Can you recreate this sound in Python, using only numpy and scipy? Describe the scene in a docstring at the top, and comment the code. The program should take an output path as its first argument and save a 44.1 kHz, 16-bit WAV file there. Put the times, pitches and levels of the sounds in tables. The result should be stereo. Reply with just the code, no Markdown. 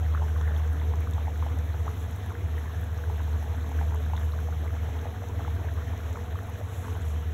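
"""A thick stew simmers in a wide open pan, heard from just above by a two-port hand-held microphone.
Bubbles burst with short plops and spit tiny ticks over a dense fizz; a motor nearby drones on the orders
of its turning rate, and its air noise rings in a few cavity resonances."""
import sys
import numpy as np
from scipy import signal
from scipy.fft import rfft, irfft, next_fast_len
from scipy.io import wavfile

SR = 44100
rng = np.random.default_rng(int(sys.argv[2]) if len(sys.argv) > 2 else 0)


def wav_record(signal):
    """Record a signal, one row per channel, as 16-bit PCM in the file named by sys.argv[1]."""
    frames = np.transpose(np.atleast_2d(signal))
    bounded = np.clip(frames, -1, 1)
    # unit amplitude maps onto the largest positive 16-bit level
    quanta = np.round(bounded * 32767).astype(np.int16)
    wavfile.write(sys.argv[1], SR, quanta)


N = 323253

# motor drone, slow swells: (s, fourth order dB, fifth order dB)
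MOTOR = [(0.0, -26, -32.5), (0.12, -23.5, -42), (0.53, -24, -40), (0.57, -24.5, -59), (0.92, -27, -35), (1.84, -30, -38.5),
         (2.39, -38.5, -36.5), (2.45, -26.5, -34), (2.55, -28.5, -60), (2.72, -32.5, -35), (3.23, -27.5, -36.5), (3.29, -27.5, -44),
         (3.69, -32.5, -37.5), (3.8, -25.5, -56), (3.9, -27.5, -39), (4.53, -28, -41), (4.9, -31, -36), (5.16, -36, -40.5),
         (5.22, -47, -35), (5.37, -31, -33.5), (6.12, -32.5, -39), (6.19, -48, -40), (6.27, -36, -40), (6.84, -42, -31.5),
         (7.19, -28, -48), (7.33, -36, -43)]
FAINT_ORDERS = [(3, -54), (6, -52.5)]   # (order, dB) wavering
# air noise resonances: (Hz, width Hz, left dB, right dB)
CAVITY = [(86.24, 14.5, -41, -35.5), (121, 39, -54.5, -45), (164.5, 16, -55.5, -54.5), (213, 10, -58, -53.5), (261, 43.5, -57.5, -50), (433.7, 10.5, -57, -50),
          (479.5, 35, -86, -46.5), (670.4, 48, -61, -51.5), (731.2, 25, -60, -54.5), (870, 34, -73, -63.5), (1684, 27, -64.5, -63)]
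# the loudest bubbles bursting: (s, peak dB, pitch Hz)
PLOPS = [(0.0266, -33, 690), (0.139, -34, 1006), (0.15, -22.5, 1230), (0.156, -35, 1730), (0.1773, -31, 1260), (0.222, -26, 870), (.2302, -28, 820), (.238, -41, 950), (0.2998, -41, 1640), (0.3648, -33, 1140), (.3798, -45, 1590), (0.413, -41, 3360),
         (0.477, -37, 2050), (0.481, -33, 1620), (0.49, -34, 1590), (0.499, -40, 1640), (0.509, -40, 1710),
         (0.52, -35, 1370), (.5269, -47, 1830), (0.5646, -37.5, 3380), (0.605, -35, 1040), (.7255, -47, 1760), (.7999, -41, 3430), (0.923, -36, 860), (.938, -29, 970), (.9883, -42, 2100), (1.074, -30.5, 1190), (1.1354, -39, 3640),
         (1.1807, -28, 810), (1.184, -29.5, 1150), (1.2721, -38, 2200), (1.2727, -31, 785), (1.282, -24, 850), (1.4264, -25.5, 1030), (1.4654, -26, 756),
         (1.4872, -38, 1050), (1.577, -32.5, 680), (1.7336, -42, 4170), (1.7428, -36, 1430), (1.7467, -34, 740), (1.851, -41, 740),
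         (1.868, -29, 740), (1.8808, -22.5, 1130), (1.892, -37, 1290), (2.083, -37, 730), (2.214, -44, 830), (2.3063, -32, 1300), (2.321, -33.5, 950),
         (2.3522, -34.5, 1580), (2.354, -38, 1950), (2.4092, -42, 2180), (2.441, -37, 730), (2.573, -36, 860), (2.581, -32, 1840), (2.613, -39, 1400), (2.641, -39, 1700),
         (2.659, -35, 1040),
         (2.6801, -39, 1600), (2.6972, -39, 1060), (2.7266, -46, 1700), (2.8196, -39, 1370), (2.8334, -35, 1660), (2.9775, -41, 1590), (2.989, -36, 1130), (3.0394, -31, 1530), (3.1009, -28, 900), (3.198, -36.5, 1560), (3.205, -30, 1030), (3.2817, -33, 870),
         (3.329, -36, 1450), (3.3322, -42, 4120), (3.4271, -32, 790), (3.4423, -40, 1590), (3.46, -39, 834), (3.478, -38, 740), (3.517, -37, 1110),
         (3.5439, -34, 764), (3.6303, -43, 4230), (3.646, -39, 1030), (3.693, -33, 810), (3.7175, -29.5, 865), (3.7907, -30.5, 1580), (3.8134, -24.5, 840),
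         (3.8296, -30, 760), (3.923, -29, 950), (3.941, -36, 1430), (3.9454, -29, 980), (3.956, -34, 990), (3.974, -38, 1600), (4.0527, -42.5, 3700), (4.065, -36, 1590),
         (4.101, -33, 810), (4.136, -22.5, 900),
         (4.154, -34, 970), (4.1658, -35.5, 3680), (4.1786, -39, 3640), (4.178, -33, 1510), (4.178, -36, 2050), (4.18, -35, 1000), (4.216, -42, 3020), (4.322, -39, 3970), (4.337, -31, 1160), (4.38, -37, 900), (4.3898, -34.5, 1480),
         (4.474, -37, 1200), (4.4881, -29.5, 760), (4.527, -33, 1300), (4.637, -32.5, 730), (4.6557, -41, 1640),
         (4.6598, -32, 710), (4.679, -35, 2150), (4.706, -38, 1380), (4.751, -33.5, 796), (4.9444, -40, 2180),
         (4.9923, -41, 3700), (5.0571, -29, 730), (5.0687, -29.5, 750), (5.1624, -41, 1500), (5.2236, -32, 660),
         (5.2388, -34, 786), (5.335, -35, 1000), (5.389, -37, 2050), (5.3949, -29, 775), (5.401, -34, 1500), (5.407, -32, 1170), (5.4182, -36, 910),
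         (5.45, -29, 1310), (5.481, -26, 870), (5.569, -37, 1460), (5.647, -32.5, 735), (5.6872, -32.5, 1640),
         (5.6946, -37, 1830), (5.7166, -37, 720), (5.787, -37, 1200), (5.9049, -38, 700), (5.936, -31.5, 920), (6.11, -34, 646), (6.158, -40, 2290), (6.159, -30, 1310), (6.1734, -27.5, 1010), (6.3575, -29.5, 1150), (6.39, -33, 1200), (6.39, -36, 1750),
         (6.4868, -36, 980), (6.4935, -35, 900), (6.558, -36, 1630), (6.6137, -30, 655), (6.6774, -36, 960), (6.8362, -38, 1240), (6.843, -40, 1430),
         (6.85, -35, 1580), (6.8836, -29, 1000), (6.9534, -31, 920), (6.965, -41, 1590), (6.9667, -32.5, 740), (7.1621, -37, 1230)]
# the loudest small films snapping: (s, peak dB, pitch Hz)
TICKS = [(.413, -49, 6800), (.5765, -50, 11350), (.677, -48, 6840), (.7317, -46, 9700), (.9575, -47, 6440), (1.006, -50, 11000), (1.1108, -49, 10500), (1.1109, -49, 6870), (1.1372, -46, 7200), (1.3762, -51, 6740), (1.5872, -51, 11000), (1.5887, -47, 6460), (1.852, -54, 11500),
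         (1.863, -48, 6660), (2.1111, -46, 9600), (2.162, -44, 8760), (2.2609, -48, 10140), (2.813, -46, 13100), (2.8411, -45, 8800),
         (2.9765, -47, 5630), (3.233, -50, 7040), (3.4286, -49, 9600), (3.6919, -48, 8890), (3.7203, -53, 6180), (3.9467, -52, 7000), (3.9468, -48, 11500), (3.9594, -50, 6730), (4.168, -48, 5950), (4.1961, -49, 13370), (4.2535, -53, 6420), (4.3154, -49, 12580),
         (4.6168, -56, 11500), (5.0144, -48, 5640), (5.2873, -47, 6500), (5.7388, -47, 12920), (5.978, -48, 6000), (6.1298, -47, 6720), (6.1708, -52, 7170), (6.2105, -51, 5300), (6.3025, -53, 15000), (6.3235, -52, 14100), (6.389, -48, 13400), (6.4325, -52, 8500), (6.4723, -52, 9050), (6.495, -51, 13100), (6.501, -46, 9800), (6.9705, -53, 11500)]
# the simmer: (s, bubbling dB, fizz dB)
SIMMER = [(0, -52, -83), (.35, -47, -75), (1.0, -51.5, -81), (2.04, -52.5, -60), (2.47, -53, -68.5), (4.29, -50.5, -62.5),
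          (4.55, -51, -85), (5.4, -51.5, -85), (6.04, -49.5, -65), (6.74, -52.5, -65), (7.1, -50, -57), (7.33, -63, -78)]
# steady air and steam noise: (Hz, left dB per Hz, right-left dB, likeness 0-1)
AIR = [(25, -47, 26, .99), (49.4, -31, 11, 0.5), (109, -8, 2, 0.97), (185, -18, 8, 0.98), (323, -11.5, 7, 0.48),
       (550, -11, -10, 0.), (900, -12, 1, 0.), (2020, -18.5, 0, 0.75), (2900, -19, -3, 0.1), (3700, -23, -15, 1), (5900, -27, -34, 0.9),
       (7700, -36, -68, 0.3), (8600, -36.5, -16, 0.4), (10500, -35, -10, 1), (14700, -37, -5, 0)]
AIR_DB = -44.5
STEADY_ABOVE_HZ = 4000   # the flicker of the air fades toward the treble; fixed
TREBLE_SWELL_DB = 0.8   # slow swells shared by the treble; fixed
FIFTH_WANDER = 1.21   # radians by which the fifth order slips against the others
SHARED_ABOVE_HZ, RIGHT_LAG_S = 3000, .000234   # treble: one signal, late on the right; fixed
CUTOFF_HZ = 15750   # fixed
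PORT_HZ, PORT_WIDTH_HZ, PORT_DB = 12300, 1100, 9   # resonance of the microphone port; fixed
TURNS_PER_S = 19.1   # fixed
# puffs of steam: (s, half length s, dB)
PUFFS = [(6.782, 0.12, -57.5), (7.1, 0.056, -58.5)]
PAN_BELOW_HZ, PAN_DB = 1400, 10   # deep sounds from the pan favour the right port; fixed
# phase of the right port against the left below the shared treble: (Hz, radians)
RIGHT_PHASE = [(600, 0), (1000, -.9), (1800, -.5), (2400, -2.2), (2750, -2.4), (3300, -1.5)]   # fixed
# a deep bubble throws a higher blip just ahead and a weaker bubble after it
DEEP_BELOW_HZ = 1050   # fixed
BLIP_HZ, BLIP_LEAD_S, BLIP_DB = 1580, 0.00161, -15
AFTER_S, AFTER_DB = .011, -16   # fixed
# lesser bubbles, spits and snaps come at random: (peak dB, spread dB, lowest Hz, highest Hz)
LESSER_PLOPS, LESSER_SPITS, LESSER_TICKS = (-45.5, -5, 604, 1900), (-54, 0, 2599, 4696), (-55, 4, 6400, 13500)
EIGHTH_DB, EIGHTH_GROWTH = -49, 1.3   # eighth order at a fourth of -27 dB; dB gained per dB of the fourth
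# runs of small bubbles near one pitch: (s, half length s, dB)
RUNS = [(.31, 0.036, -50), (.475, 0.051, -45.5), (.75, 0.052, -50.5), (2.76, 0.1, -53)]
SPLASH_DB, SPLASH_S, SPLASH_HZ = -24, .003, 1100   # each listed bubble throws a short spray: level under it, decay, lowest pitch


def from_db(db):
    """Decibels to gain."""
    return 10 ** (np.asarray(db) / 20)


def rms_one(x):
    """Scale to rms 1."""
    return x / np.sqrt(np.mean(x ** 2) + 1e-20)


def in_time(rows):
    """Columns of a curve table, one value per sample."""
    s, *columns = np.transpose(rows)
    return [np.interp(np.arange(N) / SR, s, c) for c in columns]


def drift(rate):
    """Slow chance: noise through a double one-pole low-pass; spread 1."""
    r = np.exp(-80 * np.pi * rate / SR)  # fixed
    slow = signal.lfilter([1], [1, -2 * r, r * r], rng.standard_normal(N // 40 + 2002))[2000:]  # fixed
    return np.interp(np.arange(N) / 40, np.arange(len(slow)), rms_one(slow))  # fixed


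def ring(x, hz, width_hz):
    """Two-pole resonance; a unit click rings with height 1."""
    r, w = np.exp(-np.pi * width_hz / SR), 2 * np.pi * hz / SR
    return signal.lfilter([0, np.sin(w)], [1, -2 * r * np.cos(w), r * r], x + 1e-18)


def motor(waver_db):
    """Sines on the orders of the turning rate; the eighth order grows with the fourth."""
    fourth_db, fifth_db = in_time(MOTOR)
    angle = 2 * np.pi * np.cumsum(TURNS_PER_S + 0.097 * drift(1.57)) / SR   # the speed hunts a little
    slip = FIFTH_WANDER * drift(2.32)
    orders = [(4.0, fourth_db + 1.13 * drift(5.3)), (5.0, fifth_db + 1.3 * drift(8.5))]
    orders += [(8.0, EIGHTH_DB + EIGHTH_GROWTH * (fourth_db + 27.0) + 1.7 * drift(7.5))]
    orders += [(k, db + waver_db * drift(3.9)) for k, db in FAINT_ORDERS]
    return sum(np.sqrt(2) * from_db(db) * np.sin(round(k) * angle + (round(k) == 5) * slip + rng.uniform(0, 2 * np.pi)) for k, db in orders)


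def cavity():
    """Air noise ringing twice through each resonance; high ones differ between the ports."""
    out = np.zeros((2, N))
    for hz, width_hz, left_db, right_db in CAVITY:
        white, waver = rng.standard_normal((2, N)), 0.95 * drift(22.0)
        white[1] += white[0] * (350 / hz) ** 3
        for side, db in zip(range(2), (left_db, right_db)):
            out[side] += from_db(db + waver) * rms_one(ring(ring(white[side], hz, width_hz), hz, width_hz))
    return out


def air(patchy_db):
    """Third-octave bands of noise, each with its level, balance, likeness and flicker."""
    out, together, swell, table = 0, drift(17.6), drift(6.0), np.transpose(AIR)
    edges, white = 20 * 2 ** np.arange(0, 9.9, 1 / 3), rng.standard_normal((2, 2, N))  # fixed
    for k, (low, high) in enumerate(zip(edges, edges[1:])):
        left, other = signal.sosfilt(signal.butter(2, [low, high], "band", fs=SR, output="sos"), white[k % 2])
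        level_db, right_db, alike = [np.interp(np.log(low * high) / 2, np.log(table[0]), c) for c in table[1:]]
        alike = np.clip(alike, 0, 1)
        right = from_db(right_db) * (alike * left + np.sqrt(1 - alike ** 2) * other)
        flicker_db = patchy_db / (1 + high / STEADY_ABOVE_HZ) * (0.35 * together + drift(17.5))
        flicker_db += TREBLE_SWELL_DB * swell * (low > STEADY_ABOVE_HZ)
        out = out + from_db(level_db + flicker_db) * np.array([left, right])
    return from_db(AIR_DB) * rms_one(out)


def grains(per_s, low_hz, high_hz, cycles, spread_db, count):
    """Random bursts in clumps, dealt to resonators spread in pitch; ringing twice rounds the onset; rms 1."""
    sizes = from_db(spread_db * np.minimum(rng.exponential(1, N), 3.0)) * rng.choice([-1, 1], N)
    born = rng.random(N) < per_s * from_db(4.0 * drift(9.0)) / SR
    pitches, dealt = np.geomspace(low_hz, high_hz, count), rng.integers(0, count, N)
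    out = np.zeros(N)
    for k, hz in enumerate(pitches):
        out += hz * ring(ring(sizes * born * (dealt == k), hz, hz / cycles), hz, hz / cycles)
    return rms_one(out)


def burst(s, peak_db, hz, cycles, rise):
    """One cavity opening, loudest at s: a sine that swells, climbs in pitch and dies."""
    turn = np.arange(-round(6 * cycles * SR / hz), round(6 * cycles * SR / hz)) * hz / SR
    shape = 1 / np.cosh(np.where(turn < 0, 1.1, 1.3) * turn / cycles)
    return s + turn[0] / hz, from_db(peak_db) * shape * np.cos(2 * np.pi * turn * (1 + rise * turn / cycles))


def add(out, s, sound):
    """Mix a short sound in at a time."""
    i = round(s * SR)
    out[..., i:i + sound.shape[-1]] += sound[..., :N - i]


def plops():
    """Each bursting bubble; small ones ring more cycles."""
    out, chance = np.zeros(N), rng.standard_normal((len(PLOPS), 4))
    deep = [(row, c) for row, c in zip(PLOPS, chance) if row[2] < DEEP_BELOW_HZ]
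    blips = [(s - BLIP_LEAD_S, db + BLIP_DB + 3 * c[0], BLIP_HZ * (1 + 0.33 * c[1])) for (s, db, hz), c in deep]
    afters = [(s + AFTER_S * (1 + 0.302 * c[2]), db + AFTER_DB + 3 * c[3], hz) for (s, db, hz), c in deep]
    for s, peak_db, hz in [*PLOPS, *blips, *afters, *at_random(LESSER_PLOPS, count=60), *at_random(LESSER_SPITS, count=30)]:
        more = (hz / 1000) ** .6  # fixed
        add(out, *burst(s, peak_db, hz, cycles=1.0 * more, rise=0.015))  # fixed
    return out


def ticks():
    """Each snap: a brief ring and a broad crack of noise."""
    snaps = [*TICKS, *at_random(LESSER_TICKS, count=20)]
    out, cracks = np.zeros(N), rng.standard_normal((len(snaps), 200))
    for (s, peak_db, hz), crack in zip(snaps, cracks):
        add(out, *burst(s, peak_db + 8.5, hz, cycles=0.92, rise=0.0043))
        add(out, s, from_db(peak_db - 6) * np.diff(crack) * np.exp(-np.arange(199) / (0.0011 * SR)))
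    return out


def echoes(x, t60, level_db, count):
    """Scattered reflections off the pan wall and the kitchen, other ones for each port."""
    lags = rng.uniform(0.002046, 0.11, (2, count))
    response = np.zeros((2, round(.12 * SR)))  # fixed
    for side in range(2):
        np.add.at(response[side], (lags[side] * SR).astype(int).clip(0, round(.11 * SR)),  # fixed
                  from_db(level_db - 60 * lags[side] / t60) * rng.choice([-1, 1], count))  # fixed
    return signal.fftconvolve(x * np.ones((2, 1)), response, axes=1)[:, :N]


def at_ports(x):
    """The left port hears less of the deep part."""
    deep = signal.sosfilt(signal.butter(1, PAN_BELOW_HZ, fs=SR, output="sos"), x)
    return np.array([x - (1 - from_db(-PAN_DB)) * deep, x])


def swells(rows):
    """Bell-shaped level rises at given times."""
    t = np.arange(N) / SR
    return sum(from_db(db) * np.exp(-((t - s) / half) ** 2) for s, half, db in rows)


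def steam():
    """Puffs of bright hiss, and quick runs of small bubbles."""
    hiss = signal.sosfilt(signal.butter(2, [6000, 10500], "band", fs=SR, output="sos"), rng.standard_normal(N))
    run = grains(400, 1560, 1780, cycles=9.0, spread_db=0, count=5)  # fixed
    return rms_one(hiss) * swells(PUFFS) + run * swells(RUNS)


def at_random(kind, count):
    """Rows (s, peak dB, pitch Hz) scattered over the scene."""
    peak_db, spread_db, low_hz, high_hz = kind
    when, size, pitch = rng.random((count, 3)).T
    return np.transpose([.02 + when * (N / SR - .05), peak_db + spread_db * (2 * size - 1), low_hz * (high_hz / low_hz) ** pitch])  # fixed


def splashes():
    """A brief bright spray of noise with each listed bubble."""
    out, sprays = np.zeros(N), rng.standard_normal((len(PLOPS), 900))
    for (s, peak_db, hz), spray in zip(PLOPS, sprays):
        add(out, s - .001, from_db(peak_db + SPLASH_DB + 3.6 * spray[0]) * spray * np.exp(-np.arange(900) / (SPLASH_S * SR)))
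    return signal.sosfilt(signal.butter(2, [SPLASH_HZ, 3000], "band", fs=SR, output="sos"), out)


def scene():
    """Pan, steam and motor at the two ports."""
    bubbling_db, fizz_db = in_time(SIMMER)
    bubbling = from_db(bubbling_db) * grains(160, 584, 1986, cycles=3.7, spread_db=3.5, count=26)
    fizz = from_db(fizz_db) * grains(1200, 2640, 11850, cycles=6.9, spread_db=6.0, count=16)  # fixed
    body = from_db(1.5) * plops() + splashes() + bubbling
    wet = echoes(body, t60=.12, level_db=-20, count=90)  # fixed
    pan = at_ports(body + fizz + ticks() + steam()) + wet
    return pan + air(patchy_db=3.0) + cavity() + motor(waver_db=1.5) * from_db([[-1.6], [1.4]])


def record(dry):
    """The treble of both channels comes from one port, the right is turned in phase; the port rings; the top is cut."""
    size = next_fast_len(N + SR)
    hz = np.arange(size // 2 + 1) * SR / size
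    left, right = rfft(dry, size) * from_db(PORT_DB / (1 + (2 * (hz - PORT_HZ) / PORT_WIDTH_HZ) ** 2))
    share = .9 / (1 + (SHARED_ABOVE_HZ / (hz + 1)) ** 12)  # fixed
    phase = np.interp(hz, *np.transpose(RIGHT_PHASE))
    phase -= 2 * np.pi * RIGHT_LAG_S * np.maximum(hz - 3650, 0)   # a plain delay higher up; fixed
    right = (np.sqrt(share) * left + np.sqrt(1 - share) * right) * np.exp(1j * phase)
    both = irfft(np.array([left, right]), size)[:, :N]
    return signal.sosfilt(signal.ellip(14, .5, 70, CUTOFF_HZ, fs=SR, output="sos"), both)  # fixed


dry = scene()
out = record(dry)
wav_record(out)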